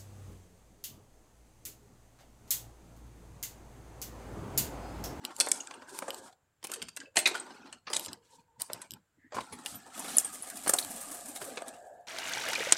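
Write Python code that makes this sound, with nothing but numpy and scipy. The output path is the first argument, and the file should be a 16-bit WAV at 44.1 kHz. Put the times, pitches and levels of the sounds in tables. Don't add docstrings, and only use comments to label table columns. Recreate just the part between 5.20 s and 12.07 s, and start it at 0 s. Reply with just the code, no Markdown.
import sys
import numpy as np
from scipy import signal
from scipy.fft import rfft, irfft, next_fast_len
from scipy.io import wavfile
from scipy.ndimage import uniform_filter1d, map_coordinates

SR = 44100
rng = np.random.default_rng(int(sys.argv[2]) if len(sys.argv) > 2 else 0)


def master_out(mix):
    frames = np.transpose(np.atleast_2d(mix))
    ceiling = np.clip(frames, -1, 1)
    pcm = np.round(ceiling * 32767).astype(np.int16)
    wavfile.write(sys.argv[1], SR, pcm)


N = 302967

# frequency in Hz, relative density in dB per Hz.
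AIR_SPECTRUM = [(25, -16), (100, 2), (250, -4.5), (600, -8), (1200, -9), (1550, -4.5), (1900, -12),
                (6000, -21), (7500, -14), (9000, -21.5), (16000, -24.5)]
AIR_DB = -69
# frequency in Hz, relative density in dB per Hz.
BREEZE_SPECTRUM = [(150, -30.5), (400, -6.5), (700, 8), (1100, -19), (1450, -16.5), (1700, -6.5),
                   (2000, -30.5), (8000, -46)]
# time in seconds, mean level in dB.
BREEZE_LEVEL = [(4.6, -93), (5.25, -62), (6.1, -54.5), (6.68, -50.5), (6.87, -57)]
# resonance in Hz, width in Hz, relative level in dB.
MOAN_RESONANCES = [(477, 45, -63), (924, 92, -62.5)]
# time in seconds, gain in dB.
MOAN_GAIN = [(2.85, -46.5), (2.97, -1.5), (3.09, -10), (3.13, 3.5), (3.27, -7), (3.4, -5), (3.5, -45)]
# time in seconds, gain in dB.
WALL_SEND = [(0, -15), (1.7, -14), (2.1, -16.5), (3.6, -16), (4.6, -35.5), (5.5, -19.5), (6.87, -19.5)]
# middle in seconds, half length in seconds, level in dB.
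LEG_SWINGS = [(0.233, 0.074, -55), (0.365, 0.074, -47.5), (0.77, 0.097, -50), (0.97, 0.12, -56.5),
              (3.152, 0.064, -68.5), (2.815, 0.043, -43.5), (4.509, 0.038, -47.5), (4.758, 0.043, -48.5),
              (4.915, 0.069, -46.5)]
# frequency in Hz, relative density in dB per Hz.
SWISH_SPECTRUM = [(900, -9.5), (2000, -9.5), (3000, -5.5), (4500, -2), (6000, -2.5), (9000, 3.5),
                  (12000, -2), (13500, -8.5), (16000, -19.5)]
# start in seconds, level over 10 ms in dB.
TAG_TAPS = [(0.0508, -33.5), (0.165, -44), (0.9053, -37), (.945, -44), (2.796, -38), (2.8487, -45),
            (2.861, -40), (2.9314, -41.5), (3.419, -40), (3.533, -34.5), (3.708, -43), (3.7185, -47),
            (3.737, -45.5)]
# frequency in Hz, mean relative level in dB, 60 dB decay time in seconds.
TAG_MODES = [(2990, -5, .009), (4040, -8, 0.0095), (4770, -2.5, .006), (5440, 0.5, 0.003),
             (7360, -1.5, .007), (8170, 2, 0.0035), (10240, -2, 0.0046), (12100, -3, 0.0046),
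             (14500, -15, 0.0065)]
# time in seconds (half a THUD_S after the onset), level in dB.
FOOT_THUDS = [(1.619, -53.5), (2.734, -60.5), (2.878, -54), (3.159, -64.5), (3.387, -62.5), (3.532, -58),
              (3.71, -55.5), (4.159, -49.5), (4.32, -52.5), (4.527, -50.5), (5.471, -56), (5.641, -56),
              (6.215, -60.5)]
THUD_S = 0.0327
# time in seconds, pitch in Hz, level in dB, time from onset to peak in seconds.
SOFT_PUFFS = [(1.872, 510, -51.5, 0.01), (3.975, 296, -56, .012), (4.04, 290, -54.5, 0.016),
              (4.0, 1850, -65, 0.067), (4.439, 290, -59, .03), (0.72, 400, -51, 0.027),
              (1.522, 1400, -48, .012), (1.57, 430, -50, 0.018), (1.786, 300, -54.5, 0.023),
              (5.309, 1540, -51, 0.015), (5.881, 280, -55, .03), (6.082, 276, -52.5, 0.028),
              (6.266, 515, -49, 0.036)]
# frequency in Hz, relative density in dB per Hz.
SOIL_SPECTRUM = [(25, -30.5), (60, -27.5), (130, -19), (190, -6), (260, -3), (500, -4), (800, -4),
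                 (1700, -8), (2100, -23.5), (3000, -44)]
GRAVEL_SPECTRUM = [(700, -26), (1500, -3), (2100, 1), (2900, 0), (4500, -2.5), (6000, -3.5), (9000, -18.5)]
GRIT_SPECTRUM = [(3500, -13), (6000, -12), (7800, -1), (9200, -2.5), (11000, -5), (13000, -8.5),
                 (15000, -16.5), (16500, -28)]
# time in seconds, lowest resonance in Hz.
HOLLOW_PITCH = [(.4, 285), (.8, 328), (1.8, 315), (2.35, 300), (2.6, 265), (3.05, 330), (4, 300),
                (4.6, 255), (5.3, 243)]
# start in seconds, length in seconds, soil in dB, gravel in dB, fine grit in dB.
SOLE_ROLLS = [(-.03, 0.15, -42.5, -56.5, -60.5), (0.141, 0.28, -42.5, -68, -53),
              (0.41, 0.28, -45.5, -60.5, -61.5), (0.668, 0.41, -45, -61, -57.5),
              (1.436, 0.21, -50.5, -58.5, -67), (1.751, 0.09, -52, -64.5, -68.5),
              (2.079, 0.49, -43.5, -54, -57), (2.696, 0.25, -46, -59, -55.5),
              (2.986, 0.23, -62.5, -67.5, -68), (3.467, 0.18, -47.5, -57, -59.5),
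              (3.692, 0.075, -48.5, -64, -70.5)]
ROLL_ATTACK_S, ROLL_SAG_DB_PER_S, ROLL_RELEASE_S = 0.085, (13.5, 24, 41), 0.013
# time in seconds, soil in dB, gravel in dB, brushing of grit and grass in dB.
SOLE_DRAG = [(4.1, -86, -104.5, -103.5), (4.15, -55, -53.5, -55.5), (4.31, -47, -64, -62.5),
             (4.55, -47.5, -59.5, -55.5), (4.72, -49, -68, -64), (4.755, -42, -52.5, -51),
             (4.95, -40.5, -47, -48), (5.12, -47, -59.5, -49.5), (5.32, -48, -58.5, -50),
             (5.56, -47.5, -56.5, -46), (5.9, -44.5, -61, -46.5), (6.12, -51, -63, -50),
             (6.3, -47.5, -58.5, -50.5), (6.49, -47.5, -62, -63), (6.56, -53, -65.5, -60),
             (6.63, -61, -78, -65), (6.87, -73, -82, -77)]
# start in seconds, pitch in Hz, level in dB, 60 dB decay time in seconds.
RINGING_MODES = [(0.201, 5630, -6.5, 0.006), (0.201, 9500, -12.5, 0.0092), (0.404, 6680, -32, 0.05),
                 (0.54, 2850, -43, 0.017), (0.54, 8740, -41.5, 0.036), (0.402, 2810, -42, 0.061),
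                 (1.814, 1616, -42, .05), (1.856, 2630, -53, 0.091), (1.971, 2575, -30, 0.068),
                 (1.97, 1635, -14.5, 0.013), (1.979, 10250, -23, 0.024), (1.984, 8280, -26.5, 0.11),
                 (2.057, 2460, -19.5, 0.036), (2.059, 2120, -20, 0.054), (2.061, 3840, -20.5, 0.04),
                 (2.151, 1453, -25, 0.045), (2.199, 8260, -32, 0.047), (3.616, 10850, -40, 0.046),
                 (4.326, 10560, -41.5, 0.092), (4.553, 12100, -37.5, 0.081), (4.9687, 10080, -11.5, 0.026),
                 (5.046, 8680, -29, 0.092), (5.223, 10200, -32, 0.058), (5.479, 9150, -20.5, 0.033),
                 (5.586, 3900, -18, 0.016), (5.626, 4240, -32, 0.024)]
# moment of fracture in seconds, knock on the ground in dB, knock pitch in Hz, crack in dB,
# crack pitch in Hz, tick in dB, tick pitch in Hz, crumbling time in seconds.
LARGE_STONES = [(0.184, -45, 540, -58, 4300, -46, 8900, 0.016),
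                (0.2005, -34.5, 546, -39, 4300, -30, 7850, 0.0034),
                (0.2073, -35.5, 550, -24.5, 4300, -21, 8200, 0.0064),
                (0.264, -47, 950, -61, 1930, -39, 8540, 0.0017),
                (0.2715, -30.5, 954, -43, 1930, -53, 8300, 0.0042),
                (0.287, -44, 910, -58, 1710, -33, 8200, 0.0042),
                (0.3164, -63, 910, -31.5, 5300, -18.5, 8100, 0.002),
                (0.472, -69, 1030, -50, 1650, -43.5, 7800, 0.0028),
                (0.5105, -41, 1090, -46.5, 2420, -53.5, 7600, 0.0032),
                (0.621, -45.5, 990, -58, 1500, -63, 7900, 0.0072),
                (0.789, -41, 895, -43.5, 1480, -36.5, 9000, 0.0017),
                (0.822, -31.5, 530, -59, 1730, -49, 8300, 0.0047),
                (0.881, -30.5, 538, -60.5, 1580, -42, 8020, 0.01),
                (1.127, -54, 780, -64, 1560, -65, 8000, 0.004),
                (1.4285, -50.5, 380, -54.5, 5200, -59, 9560, 0.004),
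                (1.441, -44.5, 390, -46, 5270, -39, 9150, 0.0053),
                (1.4475, -40.5, 390, -44.5, 2580, -42, 9200, 0.0051),
                (1.4705, -53, 370, -51.5, 2560, -41.5, 9800, 0.004),
                (1.4966, -42, 446, -52, 2780, -50, 8700, 0.012),
                (1.5168, -44, 1380, -45.5, 2650, -35.5, 8700, 0.0071),
                (1.5375, -62, 538, -41.5, 3170, -34.5, 8500, 0.008),
                (1.559, -50, 413, -52, 1833, -47, 8340, 0.0067),
                (1.619, -52, 437, -39, 3040, -45, 8550, 0.0081),
                (1.6245, -52, 500, -43.5, 3160, -40, 8560, 0.0035),
                (1.685, -50, 1340, -46.5, 4660, -45, 8600, 0.0058),
                (1.7637, -59, 1400, -56, 1640, -40.5, 8500, 0.0024),
                (1.7705, -45, 1350, -42.5, 1640, -40.5, 8700, 0.0043),
                (1.803, -58, 310, -47.5, 1630, -47.5, 7100, 0.004),
                (1.959, -35.5, 650, -38.5, 2540, -34, 8750, 0.011),
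                (1.9694, -24, 633, -21, 2520, -21, 7600, 0.0095),
                (1.987, -37, 660, -30.5, 2170, -28.5, 9140, 0.01),
                (2.058, -31, 1380, -22.5, 2480, -31, 6920, 0.0096),
                (2.0737, -31, 1300, -28, 2230, -28.5, 8530, 0.013),
                (2.111, -35, 393, -52, 1650, -46, 7750, 0.0079),
                (2.144, -37, 1270, -45, 3240, -46, 7700, 0.0039),
                (2.152, -37, 1280, -41.5, 3220, -41, 8300, 0.025),
                (2.527, -49, 1274, -46.5, 2800, -44.5, 8230, 0.0087),
                (2.672, -37, 1215, -40, 1686, -56.5, 6350, 0.016),
                (2.702, -34.5, 407, -45.5, 4870, -44, 9700, 0.021),
                (2.7315, -43, 910, -34, 4860, -35, 8100, 0.0053),
                (2.7338, -40, 884, -37, 5000, -35, 8400, 0.0029),
                (2.744, -43, 1210, -37.5, 3970, -32, 7940, 0.013),
                (2.7635, -37, 1130, -38, 3760, -38, 8060, 0.00073),
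                (2.7664, -49, 490, -32, 3800, -27, 8200, 0.00087),
                (2.772, -50, 500, -47, 3980, -36, 8040, 0.0037),
                (2.883, -54, 760, -46.5, 5090, -48, 6570, 0.0065),
                (3.399, -48.5, 960, -49.5, 4730, -44, 8830, 0.025),
                (3.408, -43.5, 956, -49, 4760, -40.5, 8760, 0.034),
                (3.4185, -51.5, 947, -56, 4730, -28.5, 9800, 0.0018),
                (3.5, -35.5, 599, -63, 1520, -61, 7800, 0.0065),
                (3.6175, -47, 970, -52, 1910, -42.5, 8000, 0.0073),
                (4.123, -36.5, 610, -53.5, 1570, -56, 7270, 0.014),
                (4.146, -35.5, 1030, -52, 1520, -48.5, 6800, 0.01),
                (4.167, -30, 1010, -47, 1610, -50.5, 9450, 0.019),
                (4.184, -25.5, 1050, -51, 1640, -59, 8000, 0.012),
                (4.207, -43, 720, -45, 2000, -49, 9600, 0.0068),
                (4.326, -45.5, 467, -47, 2200, -45, 9850, 0.016),
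                (4.46, -44.5, 810, -36, 2860, -36.5, 9000, 0.0053),
                (4.795, -38.5, 940, -59, 1890, -34.5, 8900, 0.0093),
                (4.9837, -63, 710, -60, 5090, -12, 8340, 0.00075),
                (4.9858, -46, 740, -42.5, 5080, -23.5, 8900, 0.013),
                (5.301, -65, 1320, -50, 1650, -38, 9000, 0.0056),
                (5.371, -63, 730, -50.5, 4480, -38.5, 9150, 0.0063),
                (5.463, -33, 870, -44, 1710, -48, 8800, 0.011),
                (5.4725, -28, 302, -45, 4306, -49, 8800, 0.004),
                (5.4775, -60, 330, -39.5, 1640, -29, 8800, 0.011),
                (5.494, -23.5, 1285, -35, 1750, -19, 9150, 0.0066),
                (5.5365, -25, 730, -36, 5140, -18, 8430, 0.008),
                (5.588, -43, 583, -36, 4200, -27.5, 9150, 0.008),
                (5.648, -45, 850, -49, 3130, -39.5, 9200, 0.0012),
                (6.16, -43.5, 794, -44.5, 3760, -37.5, 9150, 0.0085),
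                (6.215, -35, 423, -44.5, 1600, -39.5, 9250, 0.018),
                (6.373, -33.5, 493, -38.5, 2540, -46, 6960, 0.01),
                (6.42, -34.5, 670, -62, 1660, -46, 8300, 0.0035),
                (6.482, -55, 650, -54, 3630, -40, 8550, 0.0091)]
SMALL_PER_S, SMALL_OVER_DB, SMALL_SCATTER_DB, SMALL_CRUMBLE_S = 15, (0, 3, 8), 3, 0.02
SMALL_BODY_HZ, SMALL_TICK_HZ = (730, 2900), 9100
# frequency in Hz, threshold in dB as the level of a white noise.
SUPPRESSOR_THRESHOLD = [(100, -63), (400, -42), (1200, -49.5), (3000, -63.5), (7500, -68.5), (10000, -45.5),
                        (15000, -54.5)]
TOP_HZ = 15900


def undb(db):
    return 10 ** (np.asarray(db) / 20)


def curve(table, axis=1):
    rows = np.array(table)
    return np.interp(np.arange(N) / SR, rows[:, 0], rows[:, axis])


def unit(x):
    return x / np.sqrt(np.mean(x ** 2))


def colour(x, points):
    hz, db = np.transpose(points)
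    size = next_fast_len(N)
    f = np.maximum(np.arange(size // 2 + 1) * SR / size, 1)
    gain = undb(np.interp(np.log(f), np.log(hz), db))
    return unit(irfft(rfft(x, size) * gain, size)[:N])


def band(x, low_hz, high_hz, order=2):
    edges = [low_hz, min(high_hz, SR / 2 - 1000)]
    return signal.sosfilt(signal.butter(order, edges, "band", fs=SR, output="sos"), x)


def resonate(x, hz, width_hz):
    return signal.lfilter(*signal.iirpeak(min(hz, SR / 2 - 1000), hz / width_hz, fs=SR), x)


def walk(rate):
    k = max(int(SR / rate), 1)
    held = np.repeat(rng.standard_normal(N // k + 1), k)
    return unit(uniform_filter1d(held, k)[:N])


def grains(size, rate, scatter_db):
    struck = rng.random(size) < rate / SR
    strength = np.minimum(rng.exponential(size=size), 5)
    return struck * rng.choice([-1, 1], size) * undb(scatter_db * strength)


def add(out, s, x):
    i = max(int(s * SR), 0)
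    out[i:i + len(x)] += x[:N - i]


def swell(t, length_s):
    return (t / length_s * np.exp(1 - t / length_s)) ** 2


def outdoors():
    breeze = colour(rng.standard_normal(N), BREEZE_SPECTRUM) * undb(curve(BREEZE_LEVEL) + walk(6))
    air = undb(AIR_DB) * colour(rng.standard_normal(N), AIR_SPECTRUM)
    return breeze + air


def moan():
    tone = np.zeros(N)
    for hz, width_hz, db in MOAN_RESONANCES:
        once = resonate(rng.standard_normal(N), hz, width_hz)
        tone += undb(db) * unit(resonate(once, hz, width_hz))
    return tone * undb(curve(MOAN_GAIN))


def walls(x, low_t60=0.59, mid_t60=0.33, high_t60=0.27, low_db=3, high_db=-2, gap_s=0.0093):
    t = np.arange(SR) / SR
    echoes = unit(grains(SR, rate=3000, scatter_db=4))
    parts = (182, 1100, low_t60, low_db), (1380, 5500, mid_t60, 0.012), (5470, 18000, high_t60, high_db)
    tail = np.zeros(SR)
    for low_hz, high_hz, t60, db in parts:
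        decay = np.exp(-np.log(1000) * t / t60)
        tail += undb(db) * band(echoes, low_hz, high_hz, order=3) * decay
    tail *= t > gap_s
    return signal.fftconvolve(x, tail / np.sqrt(np.sum(tail ** 2)))[:N]


def swishes(flutter_db=4.0):
    t = np.arange(N) / SR
    swing = sum(undb(db) * np.exp(-((t - s) / half_s) ** 2) for s, half_s, db in LEG_SWINGS)
    return swing * undb(flutter_db * walk(41)) * colour(rng.standard_normal(N), SWISH_SPECTRUM)


def taps(scatter_db=4.0, bounce=0.35, bounce_s=0.0057):
    out, t = np.zeros(N), np.arange(SR // 50) / SR
    hz, mode_db, t60 = np.transpose(TAG_MODES)[:, :, None]
    sign = (-1) ** np.arange(len(TAG_MODES))[:, None]
    for s, db in TAG_TAPS:
        shape = undb(mode_db + scatter_db * rng.standard_normal(hz.shape)) * sign
        ring = np.sum(shape * np.sin(2 * np.pi * hz * t) * np.exp(-np.log(1000) * t / t60), axis=0)
        chatter = rng.standard_normal(len(t)) * np.exp(-t / bounce_s)
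        x = ring + bounce * np.convolve(ring, chatter / np.linalg.norm(chatter))[:len(t)]
        add(out, s, undb(db) * x * np.sqrt(SR / 100 / np.sum(x ** 2)))
    return out


def footfalls():
    out, t = np.zeros(N), np.arange(SR // 4) / SR
    for s, db in FOOT_THUDS:
        thud = unit(band(rng.standard_normal(len(t)), low_hz=87.0, high_hz=267))
        add(out, s - THUD_S / 2, undb(db) * thud * swell(t, THUD_S))
    return out


def soft_puffs(spread=0.11):
    out, t = np.zeros(N), np.arange(SR // 4) / SR
    for s, hz, db, length_s in SOFT_PUFFS:
        puff = unit(band(rng.standard_normal(len(t)), hz / (1 + spread), hz * (1 + spread)))
        add(out, s - length_s / 2, undb(db) * puff * swell(t, length_s))
    return out


def footwork():
    t = np.arange(N) / SR
    work = undb([curve(SOLE_DRAG, axis=1), curve(SOLE_DRAG, axis=2), curve(SOLE_DRAG, axis=3)])
    for s, length_s, *layers_db in SOLE_ROLLS:
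        age = np.maximum(t - s, 0)
        release = np.exp(-np.maximum(age - length_s, 0) / ROLL_RELEASE_S)
        contact = np.minimum(age / ROLL_ATTACK_S, 1) * release
        for layer, db, sag in zip(work, layers_db, ROLL_SAG_DB_PER_S):
            layer += contact * undb(db - sag * age)
    return work


def pebbles(low_hz, high_hz, width_hz, rate, count, shift_db=0, shift_s=.09):
    spacing_hz = (high_hz - low_hz) / count
    pitches = np.linspace(low_hz, high_hz, count) + spacing_hz * rng.uniform(-0.48, 0.2, count)
    out = np.zeros(N)
    for hz in pitches:
        load_db = shift_db * rng.uniform(-1, 1, 256)
        moments = rng.integers(0, N, int(rate * N / SR))
        load_index = (moments / SR / shift_s).astype(int) % len(load_db)
        knocks = np.zeros(N)
        knocks[moments] = undb(3.6 * rng.standard_normal(len(moments)) + load_db[load_index])
        out += resonate(knocks, hz, width_hz)
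    return unit(out)


def hollow(x, reflect=.6, damp_hz=3000):
    place = np.arange(N) - SR / (2 * curve(HOLLOW_PITCH))
    out = echo = x
    for _ in range(3):
        dull = signal.sosfiltfilt(signal.butter(1, damp_hz, fs=SR, output="sos"), echo)
        echo = -reflect * map_coordinates(dull, [place], order=1)
        out = out + echo
    return unit(out)


def tread(work, soil_db=-6.0, gravel_db=-1.66, grit_db=0.0, hiss=1.0):
    rolling = pebbles(low_hz=184.0, high_hz=1828.0, width_hz=36, rate=110, count=28, shift_db=5)
    soil = hollow(colour(rolling + 0.26 * rng.standard_normal(N), SOIL_SPECTRUM))
    rubbing = unit(grains(N, rate=1500, scatter_db=3))
    chips = pebbles(low_hz=1442, high_hz=6240, width_hz=44, rate=25, count=30)
    gravel = colour(1.3 * chips + rubbing + .5 * hiss * rng.standard_normal(N), GRAVEL_SPECTRUM)
    rattle = pebbles(low_hz=5950, high_hz=15200, width_hz=250, rate=13, count=30)
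    grit = colour(0.22 * rattle + rubbing + hiss * rng.standard_normal(N), GRIT_SPECTRUM)
    layers = [soil * undb(soil_db), gravel * undb(gravel_db), grit * undb(grit_db)]
    return np.sum(work * layers, axis=0)


def ringing(rise_s=0.00032, side_db=-13, roughness=0.55):
    out, t = np.zeros(N), np.arange(SR // 5) / SR
    for s, hz, db, t60 in RINGING_MODES:
        sides_hz = hz * np.array([rng.uniform(.82, .92), rng.uniform(1.02, 1.07)])
        tone = np.sin(2 * np.pi * hz * t)
        tone += undb(side_db) * np.sin(2 * np.pi * sides_hz[:, None] * t).sum(0)
        tone += roughness * unit(resonate(rng.standard_normal(len(t)), hz, width_hz=340))
        envelope = (1 - np.exp(-t / rise_s)) * np.exp(-np.log(1000) * t / t60)
        add(out, s, undb(db) * tone * envelope)
    return out


def fracture(t, crumble_s, snap=5.8, dust=0.16, brittle_s=0.0017):
    shower = unit(grains(len(t), rate=2800, scatter_db=3.0)) + dust * rng.standard_normal(len(t))
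    shower[np.searchsorted(t, 0)] += snap / (1 + (crumble_s / brittle_s) ** 2)
    yielding = np.exp(np.minimum(t, 0) / (crumble_s / 10))
    return shower * yielding * np.exp(-np.maximum(t, 0) / crumble_s)


def body(x, main_hz, low_hz, high_hz, ring, main):
    others = low_hz * (high_hz / low_hz) ** ((np.arange(4) + rng.random(4)) / 4)
    modes = [(main_hz, main)] + [(hz, ring) for hz in others]
    return x + sum(gain * resonate(x, hz, 50 + hz / 40) for hz, gain in modes)


def small_stones(work):
    rows = []
    for i, luck in enumerate(rng.random((200, 6))):
        s = (i + luck[0]) / SMALL_PER_S
        if s < (N - 1) / SR:
            pressure_db = 20 * np.log10(work[:, int(s * SR)])
            scatter_db = SMALL_SCATTER_DB * (2 * luck[1:4] - 1)
            knock_db, crack_db, tick_db = pressure_db + SMALL_OVER_DB + scatter_db
            knock_hz, crack_hz = SMALL_BODY_HZ * 2 ** (2 * luck[4:] - 1)
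            rows.append((s, knock_db, knock_hz, crack_db, crack_hz, tick_db, SMALL_TICK_HZ, SMALL_CRUMBLE_S))
    return rows


def stones(rows, knock_trim_db=-4.0, crack_trim_db=0, tick_trim_db=-1.85, soil_lag_s=0.00098, reach=2.9):
    out, t = np.zeros(N), np.arange(-SR // 100, SR // 10) / SR
    for s, knock_db, knock_hz, crack_db, crack_hz, tick_db, tick_hz, crumble_s in rows:
        burst = fracture(t, crumble_s)
        knock = band(fracture(t, crumble_s + soil_lag_s), low_hz=248, high_hz=1380)
        knock = body(knock, knock_hz, low_hz=361, high_hz=1640, ring=0.53, main=3.0)
        crack = band(burst, low_hz=1600, high_hz=5550, order=3)
        crack = body(crack, crack_hz, low_hz=1406, high_hz=5180, ring=2.7, main=5.3)
        edge_hz = max(11800 * (tick_hz / 8300) ** reach, 9500)
        tick = band(burst, 5800, edge_hz, order=3)
        tick = body(tick, tick_hz, low_hz=5840, high_hz=12550, ring=0.8, main=1.2)
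        tick = tick + 1.7 * resonate(tick, tick_hz, width_hz=2400)
        parts = ((knock, knock_db + knock_trim_db), (crack, crack_db + crack_trim_db),
                 (tick, tick_db + tick_trim_db))
        add(out, s + t[0], sum(undb(db) * x * np.sqrt(SR / 100 / np.sum(x ** 2)) for x, db in parts))
    return out


def scene(tag_echo_db=-7):
    work = footwork()
    hits = stones(LARGE_STONES + small_stones(work)) + ringing() + footfalls() + soft_puffs()
    tag = taps()
    echo = walls((hits + undb(tag_echo_db) * tag) * undb(curve(WALL_SEND)))
    return (hits + tag + echo + tread(work) + swishes() + moan() + outdoors())[None]


def suppress(x, depth_db=-10, size=512):
    f, _, z = signal.stft(x, SR, nperseg=size)
    power = uniform_filter1d(np.abs(z) ** 2, size=3, axis=-2)
    power = uniform_filter1d(power, size=5, axis=-1) * size / 1.5
    hz, db = np.transpose(SUPPRESSOR_THRESHOLD)
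    threshold = undb(np.interp(np.log(f + 1), np.log(hz), db))[:, None] ** 2
    gain = np.maximum(power / (power + threshold), undb(depth_db))
    return signal.istft(z * gain, SR, nperseg=size)[1][..., :N]


def record(dry, ceiling=.62):
    rounded = ceiling * np.tanh(suppress(dry) / ceiling)
    return signal.sosfilt(signal.ellip(8, .2, 70, TOP_HZ, fs=SR, output="sos"), rounded)


dry = scene()
out = record(dry)
master_out(out)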